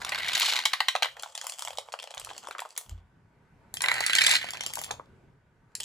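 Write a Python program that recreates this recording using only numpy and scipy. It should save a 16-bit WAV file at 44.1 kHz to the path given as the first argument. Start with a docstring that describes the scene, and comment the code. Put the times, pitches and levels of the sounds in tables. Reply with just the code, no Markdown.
"""A hard room: small wooden dominoes topple near a phone, along a hollow bridge of blocks and over a rubber floor.
On the bridge they clatter densely and ring; on the floor each fall is a tick and a dull tap.
Each blow is a burst of noisy contacts that cracks and rings decaying modes; random taps make the echoes.
Shaped noise is the room hum, two low modes are a thump; the phone's bass cut slides up and down."""
import sys
import numpy as np
from scipy import signal
from scipy.fft import rfft, irfft, next_fast_len
from scipy.io import wavfile
from scipy.ndimage import uniform_filter1d

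SR = 44100
rng = np.random.default_rng(int(sys.argv[2]) if len(sys.argv) > 2 else 0)


def wrap_up_sound(samples):
    """Save the sound to the file named by the first command line argument, as 16-bit audio."""
    columns = np.atleast_2d(samples).T
    # keep every value between -1 and 1, then stretch to whole-number steps
    tamed = np.clip(columns, -1, 1)
    steps = np.round(tamed * 32767).astype(np.int16)
    wavfile.write(sys.argv[1], SR, steps)


N = 257544

# room hum spectrum, relative: hz, density_db
HUM_SPECTRUM = [(21, -37.5), (35, -7), (120, -3.5), (419, -22.5), (487, -23), (1430, -24), (2960, -37),
                (7480, -39), (14000, -51.5)]
# bumps in the hum spectrum: hz, width_hz, height_db
HUM_PEAKS = [(410, 35, 12.5), (929, 35, 12.5), (1500, 55, 8)]
# hum level over time: time_s, rms_db
HUM_LEVEL = [(0, -53), (3.3, -57.5), (3.65, -52.5), (5.15, -52.5), (5.45, -59.5), (5.84, -55)]
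# left-right likeness of the hum: hz, correlation [0..1]
HUM_LIKENESS = [(60, .96), (200, .92), (900, .6), (6000, .3)]
# floor modes of the thump: hz, level_db
THUMP_MODES = [(52, 4.5), (85, 2.5)]
# room decay: hz, t60_s
ROOM_DECAY = [(400, 0.41), (1000, 0.16), (3000, 0.25), (8000, 0.19), (14000, 0.22)]
# microphone ports, a list for the phone held as usual and one for turned aside: hz, left_lead_rad
PORT_LEAD = [
    [(300, 0), (3400, .8), (6200, -.2), (7600, .1), (8600, 2), (11000, 0), (13100, -3.1), (15800, -5.9)],
    [(150, 0), (690, 1.1), (1380, .8), (1640, .2), (2500, 2), (4140, 5.8), (4900, 7.4), (5800, 5.5),
     (7000, 6.3), (7900, 3.5), (10300, .2), (11700, -.2), (12500, -2.7), (14300, -3.7), (15200, -6.4)],
]
# same two lists: hz, left_minus_right_db
PORT_BALANCE = [
    [(200, -1), (700, 0.87), (2000, 0.11), (8000, 0.67)],
    [(60, -5.5), (99, -3), (160, -13), (270, -19.5), (450, -2.5), (740, 6), (1220, 0), (2010, -4),
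     (3330, -4), (5500, 8.5), (9080, 0), (15000, 1)],
]
# phone turned aside: from_s, to_s
TURNED_S = (3.3, 5.3)
# the knock band, then the tick bands: low_hz, high_hz, crack_over_ring_db
BANDS = [(500, 1400, -9), (1400, 2200, -3), (2200, 3000, -1), (3000, 4700, -8), (4700, 6600, 0),
         (6600, 9200, 0), (9200, 17000, 6)]
# floor tile modes: hz, level_db, t60_s
TILE_MODES = [(560, -8, .007), (700, -2, .008), (900, 0, .008), (1250, -3, .007), (1750, 0, .006),
              (2450, -2, .006), (3300, 0, .007), (4300, -3, .006), (5400, -3, .006), (7600, 0, .012),
              (11200, -4, .008)]
# bridge modes: hz, first_build_db, second_build_db, t60_s
BRIDGE_MODES = [(850, -3, -1, .01), (1050, 0, -4, .011), (1570, -7, -2, .028), (1780, -6, -5, .012),
                (1960, -4, -2, .036), (2370, -3, -6, .012), (2720, -6, -6, .01), (3550, -2, -7, .011),
                (3950, 0, -1, .012), (4300, 0, 0, .012), (5000, -7, -5, .01), (5800, -4, -5, .01),
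                (7730, -3, -3, .01), (11000, -4, -4, .008)]
# radiation of a floor tile: level_db per band
TILE_BANDS_DB = [-2.87, -3.3, -5.5, 2.5, 1.4, 5, 1.6]
# radiation of the bridge, a row per build: level_db per band
BRIDGE_BANDS_DB = [
    [0.62, -1.2, -4.5, 1, -0.32, 2.6, 3.5],
    [0.03, 0, -3.5, 0.48, -0.8, 8.3, 4],
]
# blur of small contacts on the floor, a list per run: time_s, knock_db, tick_db, colour_octaves over 1 kHz
FLOOR_CLATTER = [
    [(1.15, -45, -61, 2.4), (1.33, -52, -54.5, 2.63), (1.47, -44.5, -47.5, 2.46),
     (1.66, -53.5, -47.5, 3.04), (1.78, -48, -57, 3.2), (2.0, -61, -71, 2.3), (2.3, -49.5, -50.5, 2.4),
     (2.45, -49, -56, 2.5), (2.6, -69, -61, 2.3), (2.78, -56, -60.5, 2.9), (2.97, -61, -67, 1.85),
     (3.03, -76, -91.5, 2.2)],
    [(4.4, -62, -35.5, 0.95), (4.58, -60, -44.5, 1.2), (4.72, -47, -48.5, 2.5), (4.79, -63, -40.5, 2.93),
     (4.9, -41.5, -53, 1.5), (5.0, -56, -78.5, 3), (5.06, -92, -73, 2.2)],
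]
# the same on the bridge, a list per build
BRIDGE_CLATTER = [
    [(0, -43, -46, 2.6), (.1, -40, -36.5, 1.07), (.25, -45.5, -33, 1.63), (.32, -40.5, -32.5, 1.63),
     (.41, -47.5, -24, 1.9), (.5, -48.5, -23, 2.01), (.59, -36, -31.5, 1.8), (.64, -58.5, -44, 1.7),
     (.7, -62.5, -43.5, 1.16), (1.15, -62.5, -62, 2.8)],
    [(3.806, -63.5, -41.5, 0.85), (3.85, -33, -38.5, 0.47), (3.94, -39, -29.5, 1), (4.0, -37.5, -33, 1.17),
     (4.1, -58, -30.5, 1.42), (4.26, -45.5, -28, 1.7), (4.36, -56.5, -19.5, 1.77), (4.39, -62, -39, 1.53),
     (4.5, -66, -44.5, 1.6)],
]
# falls on the floor: time_s, knock_db, tick_db, colour_octaves over 1 kHz
FLOOR_FALLS = [(1.168, -55, -38.5, 0.42), (1.1962, -51, -37.5, 2.44), (1.2241, -54, -36, 3.5),
               (1.2336, -27.5, -33, 2.32), (1.26, -32, -54, 1.6), (1.352, -40, -32, 2.58),
               (1.3769, -39, -32.5, 2.54), (1.4136, -38, -33, 2.66), (1.4424, -34, -41, 4.1),
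               (1.4679, -30, -28, 3.2), (1.4962, -53, -30, 2.93), (1.5214, -59, -35.5, 2.63),
               (1.5929, -38, -32, 2.9), (1.622, -29, -31, 2.6), (1.6497, -33, -32, 2.8),
               (1.6742, -29.5, -34.5, 1.7), (1.6823, -29, -39, 2.8), (1.706, -30.5, -40.5, 2.2),
               (1.7307, -38, -45, 1.6), (1.7731, -62, -36.5, 2.3), (1.7845, -22, -29.5, 2.3),
               (1.8866, -34, -55, 1.9), (1.922, -53, -41, 2.05), (1.9273, -46, -38.5, 2.64),
               (1.939, -23, -36, 1.14), (1.9895, -41, -38.5, 1.9), (1.999, -41, -38, 2),
               (2.0243, -42, -43, 2.9), (2.0289, -50, -39.5, 2.13), (2.0399, -35.5, -40.5, 2.5),
               (2.0738, -37, -44, 2.1), (2.1069, -36, -42, 2.45), (2.1141, -64, -46, 2.3),
               (2.1399, -42, -40.5, 1.7), (2.147, -40, -41, 3), (2.1725, -32.5, -39, 1.17),
               (2.178, -42, -34.5, 2.3), (2.1976, -42, -34.5, 3.16), (2.215, -43, -46, 1.9),
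               (2.2475, -64, -34.5, 2.84), (2.271, -33, -58, 3.4), (2.2905, -45, -40, 1.1),
               (2.3025, -39, -40, 1.25), (2.3117, -30.5, -64, 1.1), (2.35, -61, -50, 1.2),
               (2.3791, -52, -36, 2.7), (2.4449, -38, -65, 3.4), (2.4715, -28.5, -43, 2.5),
               (2.4856, -31, -42.5, 3), (2.5097, -32.5, -29.5, 0.46), (2.5505, -28, -66, 1.7),
               (2.5831, -31, -40.5, 2.45), (2.5922, -38, -29.5, 0.87), (2.6027, -48, -35, 3.05),
               (2.6192, -25.5, -43, 1.2), (2.651, -33, -53, 0.91), (2.6565, -32, -55, 3.4),
               (2.69, -60, -52, 3.1), (2.7055, -68, -45.5, 2.43), (2.764, -47, -42.5, 2.4),
               (2.769, -57, -56, 1.7), (2.7767, -38, -22.5, 4.6), (2.7795, -49, -36, 2.87),
               (2.812, -45.5, -45, 2.8), (2.8945, -58, -43.5, 2.9), (3.7404, -65, -28, 3.4),
               (3.7697, -62, -31, 2.4), (4.4424, -28.5, -39, 2), (4.4886, -59, -34, 1.3),
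               (4.5062, -59, -31, 3.1), (4.5346, -34, -33, 2.4), (4.5488, -33.5, -61, 3.9),
               (4.571, -42, -38, 2.1), (4.578, -51, -42, 0.7), (4.6083, -67, -27.5, 2.26),
               (4.636, -51, -33.5, 2.4), (4.6395, -37.5, -43, 2.9), (4.6631, -61, -26.5, 2.8),
               (4.6695, -37, -36, 2.9), (4.6905, -55, -43, 2.5), (4.7362, -56, -30, 3.07),
               (4.7551, -55, -27, 3.3), (4.7717, -26, -60, 0.46), (4.7844, -30, -59, 0.5),
               (4.815, -35, -30, 4.4), (4.8375, -56, -33.5, 2.5), (4.844, -59, -31, 3.43),
               (4.908, -23, -41, 1.3), (4.9112, -33, -28.5, 2.48), (4.9967, -28.5, -63.5, 0.51),
               (5.719, -67, -76.5, 2.54), (5.7522, -51, -27.5, 2.82), (5.785, -70, -63, 2.8),
               (5.8019, -45, -32, 2.77), (5.8053, -44, -30.5, 2.76), (5.833, -62, -34.5, 2.7),
               (5.839, -66, -37, 2.7)]
# blows on the bridge: time_s, knock_db, tick_db, colour_octaves over 1 kHz
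BRIDGE_BLOWS = [(0.017, -50, -32, 0.45), (0.0478, -31.5, -27.5, 2.47), (0.0921, -35, -28, 2.48),
                (0.12, -28.5, -25.5, 1.16), (0.146, -35, -27.5, 1.76), (0.1562, -34.5, -29, 1.6),
                (0.1862, -44, -31, 2.3), (0.203, -47, -32.5, 1), (0.255, -46, -35, 0.86),
                (0.2748, -41.5, -29.5, 0.38), (0.2825, -61, -26, 2.16), (0.2869, -43.5, -26, 1.88),
                (0.3318, -33, -25, 2.23), (0.3511, -46, -18.5, 2.1), (0.3772, -34.5, -30, 4.1),
                (0.398, -62.5, -22.5, 4.3), (0.405, -33, -26.5, 1.9), (0.4272, -27, -25, 2.1),
                (0.4576, -35, -23.5, 2.4), (0.481, -30.5, -39, 4), (0.5227, -33, -25, 1.6),
                (0.5497, -30.5, -36.5, 1), (0.564, -37, -21, 2), (0.589, -33.5, -24, 1.94),
                (0.637, -40.5, -34, 1.6), (0.6538, -27.5, -15, 2.3), (0.6571, -25, -19, 2.29),
                (0.733, -21.5, -19.5, 1.98), (0.7364, -28, -24.5, 1.5), (0.804, -17, -17.5, 1.53),
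                (0.884, -21.5, -15, 1.82), (0.952, -15.5, -28.5, 2), (0.9602, -30.5, -27, 1.77),
                (1.023, -18, -20, 1.6), (1.0298, -34, -17.5, 1.74), (1.045, -29.5, -26, 1.5),
                (1.056, -26, -31, 1.25), (1.085, -52, -43, 0.42), (3.806, -39, -29.5, 1.7),
                (3.819, -36, -24.5, 2.87), (3.8388, -26.5, -22, 1.14), (3.859, -29, -24, 1.55),
                (3.884, -25, -18, 1.54), (3.9152, -23.5, -20, 1.26), (3.94, -44.5, -30.5, 2.5),
                (4.0052, -23.5, -24.5, 2.37), (4.038, -49.5, -27, 1.15), (4.0636, -39.5, -18.5, 2.57),
                (4.0958, -32, -22.5, 1.3), (4.1319, -54, -17.5, 1.56), (4.1515, -37, -14, 2.2),
                (4.162, -47.5, -22, 2), (4.184, -48.5, -15, 1.48), (4.208, -46, -21.5, 1.5),
                (4.2164, -32.5, -14.5, 1.82), (4.238, -51.5, -19, 2.15), (4.246, -46, -19, 1.7),
                (4.2645, -38, -12, 2.24), (4.278, -28, -27, 0.67), (4.292, -32.5, -22.5, 2.5),
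                (4.3109, -42, -16, 2.13), (4.321, -43.5, -24.5, 1.5), (4.3357, -27.5, -21.5, 1.8),
                (4.346, -51, -32.5, 1.7), (4.3527, -44.5, -24.5, 2.04)]
# several tiles land together: from_s, to_s
RUSHES = [(.3, .39), (.4, .54), (4.17, 4.21), (4.25, 4.37)]
# microphone response: hz, level_db
MIC_RESPONSE = [(25, -19), (50, -5.5), (600, -3), (1000, -4.5), (1400, -5.5), (2000, -1.5), (2900, -3.5),
                (4100, -7.5), (5800, -11), (7600, -10.5), (8500, -11.5), (11000, -8.5), (13300, -10),
                (15000, -12.5), (16500, -36)]
# sliding bass cut: time_s, corner_hz
BASS_CUT = [(.36, 150), (.45, 177), (.62, 220), (.78, 450), (1.25, 410), (1.4, 477), (1.65, 526),
            (1.78, 423), (2.1, 410), (2.42, 162), (2.6, 317), (2.86, 388)]
# lowest bass breaks through the cut, then sinks again: time_s, lift_db
BASS_LIFTS = [(1.08, 17), (1.17, 15.5), (1.65, 20), (2.17, 30)]

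THUMP_S, THUMP_RMS_DB = 2.926, -30  # at its peak
THUMP_RISE_DB_PER_S, THUMP_FALL_DB_PER_S = 520, 190
ECHO_DB, ECHO_TILT_DB_PER_OCTAVE = -10.5, 1
ECHO_TURN_S = 0.4  # echo patterns trade places, so that no single one colours the tail
STRIKE_SAMPLES = 2600
FRAME_T60_S = .022  # modes at least this long belong to the frame and keep their pitch
SNAP_DB = 5.5  # hardest touch over the scrape around it
RUSH_SPREAD = 2.2  # rushed blows build and fade this many times slower
KNOCK_DB_PER_OCTAVE = -22
NARROW_DB_PER_OCTAVE2, SKIRT_DB = 11, -15.5  # tick loss per squared octave off its colour, onto a skirt
CUT_SPLIT_HZ, CUT_DB, CUT_LOW_DB = 130, 18, 23  # depth over and under the split
SINK_DB_PER_S = 60
EDGE_HZ = 16750


def gain_of(db):
    """Decibels to an amplitude factor."""
    return 10 ** (np.asarray(db) / 20)


def evened(x):
    """Scale to rms 1."""
    return x / np.sqrt(np.mean(x ** 2) + 1e-20)


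def read_spectrum(points, hz):
    """Interpolate a spectrum table on a log frequency axis."""
    point_hz, value = np.transpose(points)
    return np.interp(np.log(hz + 1), np.log(point_hz + 1), value)


def controls(rows):
    """Table columns interpolated over time, and a mask of where the table applies."""
    time_s, *columns = np.transpose(rows)
    t = np.arange(N) / SR
    return [np.interp(t, time_s, c) for c in columns], (t >= time_s[0]) & (t <= time_s[-1])


def hum():
    """Room noise shaped in frequency, with drifting patches and partly alike sides."""
    frames, hz = N // 256 + 5, np.fft.rfftfreq(1024, 1 / SR)
    a, b, c, d, patches = rng.standard_normal((frames, 513, 5)).T
    patches = uniform_filter1d(patches, 10, 0)
    patches = evened(uniform_filter1d(patches, 14, 1))
    same = np.clip(read_spectrum(HUM_LIKENESS, hz), -1, 1)[:, None]
    left = a + 1j * b
    right = same * left + np.sqrt(1 - same ** 2) * (c + 1j * d)
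    peaks_db = sum(db / (1 + (2 * (hz - f) / width_hz) ** 2) for f, width_hz, db in HUM_PEAKS)
    shape_db = (read_spectrum(HUM_SPECTRUM, hz) + peaks_db)[:, None]
    z = np.array([left, right]) * gain_of(shape_db + 1.5 * patches)
    noise = signal.istft(z, nperseg=1024, noverlap=768)[1][:, :N]
    return gain_of(controls(HUM_LEVEL)[0][0]) * evened(noise)


def thump():
    """A soft footfall shakes two low modes of the floor."""
    t = np.arange(N) / SR - THUMP_S
    slope_db_per_s = np.where(t < 0, THUMP_RISE_DB_PER_S, -THUMP_FALL_DB_PER_S)
    modes = sum(gain_of(db) * np.cos(2 * np.pi * hz * t) for hz, db in THUMP_MODES)
    return gain_of(THUMP_RMS_DB + slope_db_per_s * t) * evened(modes)


def room(x):
    """Sparse random-sign echoes, decaying per frequency; three patterns crossfade steadily for a smooth tail."""
    taps = np.zeros((3, 2, SR // 2))
    at = np.arange(260, SR // 2 - 20, 20)
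    at = at + rng.integers(0, 20, (3, 2, len(at)))
    np.put_along_axis(taps, at, rng.choice([-1., 1.], at.shape), 2)
    taps[:, 1] = 0.81 * taps[:, 0] + 0.68 * taps[:, 1]  # sides partly alike
    hz, t, z = signal.stft(taps, SR, nperseg=256)
    tilt_db = ECHO_TILT_DB_PER_OCTAVE * np.log2(hz[:, None] + 200)
    decay_db = 60 * t / read_spectrum(ROOM_DECAY, hz)[:, None]
    tails = signal.istft(z * gain_of(tilt_db - decay_db), SR, nperseg=256)[1]
    turn = np.pi * np.arange(N) / SR / ECHO_TURN_S
    out = np.zeros((2, N))
    for k, tail in enumerate(tails):
        fed = x * np.sqrt(2 / 3) * np.cos(turn + k * np.pi / 3)
        out += signal.fftconvolve(fed, tail / np.linalg.norm(tail[0]), axes=1)[:, :N]
    return out


def ports(x):
    """Near sound reaches the two ports with a lead and balance that depend on how the phone is held."""
    size = next_fast_len(N)
    hz, t = np.fft.rfftfreq(size, 1 / SR), np.arange(N) / SR
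    side = np.array([[.5], [-.5]])
    spectrum = rfft(x, size)
    holds = []
    for lead, balance in zip(PORT_LEAD, PORT_BALANCE):
        phase = np.exp(1j * side * read_spectrum(lead, hz))
        gain = gain_of(side * read_spectrum(balance, hz))
        holds.append(irfft(spectrum * phase * gain, size)[:, :N])
    usual, turned = holds
    return np.where((t > TURNED_S[0]) & (t < TURNED_S[1]), turned, usual)


def band_gains(knock_db, tick_db, colour_octaves):
    """A dull knock fills the lowest band; a tick fills the others with a hump around its colour."""
    middle = np.log2([lo_hz * hi_hz for lo_hz, hi_hz, _ in BANDS])[:, None] / 2
    octave = middle - middle[0]
    off_colour = octave - .25 - np.clip(colour_octaves, .5, 3.6)
    hump = (octave > 0) * (gain_of(-NARROW_DB_PER_OCTAVE2 * off_colour ** 2) + gain_of(SKIRT_DB))
    knock = gain_of(knock_db + KNOCK_DB_PER_OCTAVE * octave)
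    return np.hypot(knock, gain_of(tick_db) * hump)


def cracks(low_hz):
    """One sharp click, band-passed into each band."""
    click = np.arange(STRIKE_SAMPLES) == 0
    out = []
    for lo_hz, hi_hz, _ in BANDS:
        band = signal.butter(3, [max(lo_hz, low_hz), hi_hz], "band", fs=SR, output="sos")
        out.append(evened(signal.sosfilt(band, click)))
    return out


def strike(modes, contact_s, rise_s, crack_db, spread_db, detune, settle_db, clicks, bands_db, low_hz):
    """One blow per band and port: a scrape of contacts cracks and rings modes that differ from tile to tile."""
    t = np.arange(STRIKE_SAMPLES) / SR
    hz, db, t60_s = np.transpose(modes)
    level_chance, pitch_chance, sign_chance = rng.standard_normal((3, len(hz)))
    tile_hz = hz * (1 + detune * pitch_chance * (t60_s < FRAME_T60_S))
    decay = gain_of(db + spread_db * level_chance - 60 * t[:, None] / t60_s)
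    ring = decay * np.sign(sign_chance) * np.sin(2 * np.pi * tile_hz * t[:, None])
    settling = gain_of(settle_db) * np.exp(-t / 0.013)  # the tile rocks and slides to rest
    force = (np.exp(-t / contact_s) + settling) * (1 - np.exp(-(t / rise_s) ** 2))
    shared, left, right = rng.standard_normal((3, len(t)))
    scrape = (shared + 0.55 * np.array([left, right])) * force
    contact = scrape + gain_of(SNAP_DB) * (np.arange(len(t)) == round(.8 * rise_s * SR))
    attack = SR // 200 + round(rise_s * SR)
    parts = []
    for (lo_hz, hi_hz, band_db), click in zip(BANDS, clicks):
        body = ring[:, (hz >= lo_hz) & (hz < hi_hz)].sum(1)
        response = evened(body) + gain_of(crack_db + band_db) * click
        part = signal.fftconvolve(response[None], contact, axes=1)[:, :len(t)]
        parts.append(part / np.std(part[:, :attack]))  # unit level over the attack
    parts = gain_of(bands_db)[:, None, None] * parts
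    no_bass = signal.butter(2, 0.96 * low_hz, "high", fs=SR, output="sos")  # small tiles radiate no bass
    return signal.sosfilt(no_bass, parts)


def clatter(tables, modes, per_s, size_db, **how):
    """Many small contacts at random moments, a few of them large, drawn from 16 strikes."""
    sounds = np.array([strike(modes, **how) for _ in range(16)])
    energy = (sounds ** 2).sum(3).mean((0, 2))
    sounds = sounds * (gain_of(how["bands_db"]) / np.sqrt(energy))[:, None, None]
    size = gain_of(size_db * np.minimum(rng.exponential(1, N), 4)) * (rng.random(N) < per_s / SR)
    size = size / np.sqrt(uniform_filter1d(size ** 2, 4000) + 1e-9)  # even density
    kind, out = rng.integers(0, 16, N), np.zeros((2, N))
    for columns, during in map(controls, tables):
        length = during.sum()
        points = next_fast_len(length + sounds.shape[3])
        spectrum = sum(rfft((size * (kind == k))[during], points) * rfft(sound, points)
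                       for k, sound in enumerate(sounds))
        bands = irfft(spectrum, points)[..., :length]
        out[:, during] += (band_gains(*columns)[:, None, during] * bands).sum(0)
    return out


def blows(table, modes, contact_s, rise_s, rushes=(), **how):
    """Each listed blow at its moment, its bands weighted into knock and tick."""
    out = np.zeros((2, N + SR))
    time_s, *columns = np.transpose(table)
    for start_s, gains in zip(time_s, band_gains(*columns).T):
        slow = RUSH_SPREAD if any(a < start_s < b for a, b in rushes) else 1
        bands = strike(modes, slow * contact_s, slow * rise_s, **how)
        sound = np.tensordot(gains, bands, 1)
        at = max(round((start_s - .5 * slow * rise_s) * SR), 0)  # contacts build up to the blow
        out[:, at:at + sound.shape[1]] += sound
    return out[:, :N]


def floor_tiles():
    """Tiles on rubber: short contacts and short modes give ticks and dull taps."""
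    how = dict(contact_s=.0007, rise_s=.0006, crack_db=3, spread_db=3, detune=.05,
               clicks=cracks(500), bands_db=TILE_BANDS_DB, low_hz=500)
    falls = blows(FLOOR_FALLS, TILE_MODES, settle_db=-22.0, **how)
    return falls + clatter(FLOOR_CLATTER, TILE_MODES, per_s=1200, size_db=7.5, settle_db=-19.5, **how)


def bridge_tiles():
    """Tiles on the hollow bridge: longer contacts ring its modes, balanced anew for each of two builds."""
    how = dict(contact_s=.0015, rise_s=.0014, crack_db=2, spread_db=5, detune=.045,
               clicks=cracks(750), low_hz=750)
    out = np.zeros((2, N))
    for k, run in enumerate(BRIDGE_CLATTER):
        modes = np.delete(BRIDGE_MODES, 2 - k, axis=1)  # drop the other build's levels
        rows = [row for row in BRIDGE_BLOWS if run[0][0] <= row[0] <= run[-1][0]]
        bands_db = BRIDGE_BANDS_DB[k]
        out += blows(rows, modes, rushes=RUSHES, settle_db=-22.5, bands_db=bands_db, **how)
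        out += clatter([run], modes, per_s=900, size_db=4.5, settle_db=-41.0, bands_db=bands_db, **how)
    return out


def scene():
    """Dominoes at the ports and in the room, over hum and thump."""
    near = ports(floor_tiles() + bridge_tiles())
    return hum() + thump() + gain_of(ECHO_DB) * room(near) + near


def record(dry):
    """Soft overload, microphone colour, the sliding bass cut, then the band limit."""
    overloaded = np.tanh(dry)
    hz, t, z = signal.stft(overloaded, SR, nperseg=1024, noverlap=768)
    hz_column = hz[:, None]
    time_s, corner_hz = np.transpose(BASS_CUT)
    active = (t > time_s[0]) & (t < time_s[-1])
    under = active / (1 + (hz_column / np.interp(t, time_s, corner_hz)) ** 24)
    lifts_db = [(t > at_s) * np.maximum(db - SINK_DB_PER_S * (t - at_s), 0) for at_s, db in BASS_LIFTS]
    low_db = CUT_LOW_DB - np.max(lifts_db, axis=0)
    cut_db = under * np.where(hz_column < CUT_SPLIT_HZ, low_db, CUT_DB)
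    z = z * gain_of(read_spectrum(MIC_RESPONSE, hz)[:, None] - cut_db)
    heard = signal.istft(z, SR, nperseg=1024, noverlap=768)[1][:, :N]
    band_limit = signal.firwin(511, EDGE_HZ, window=("kaiser", 9), fs=SR)
    return signal.oaconvolve(heard, band_limit[None], "same")


dry = scene()
out = record(dry)
wrap_up_sound(out)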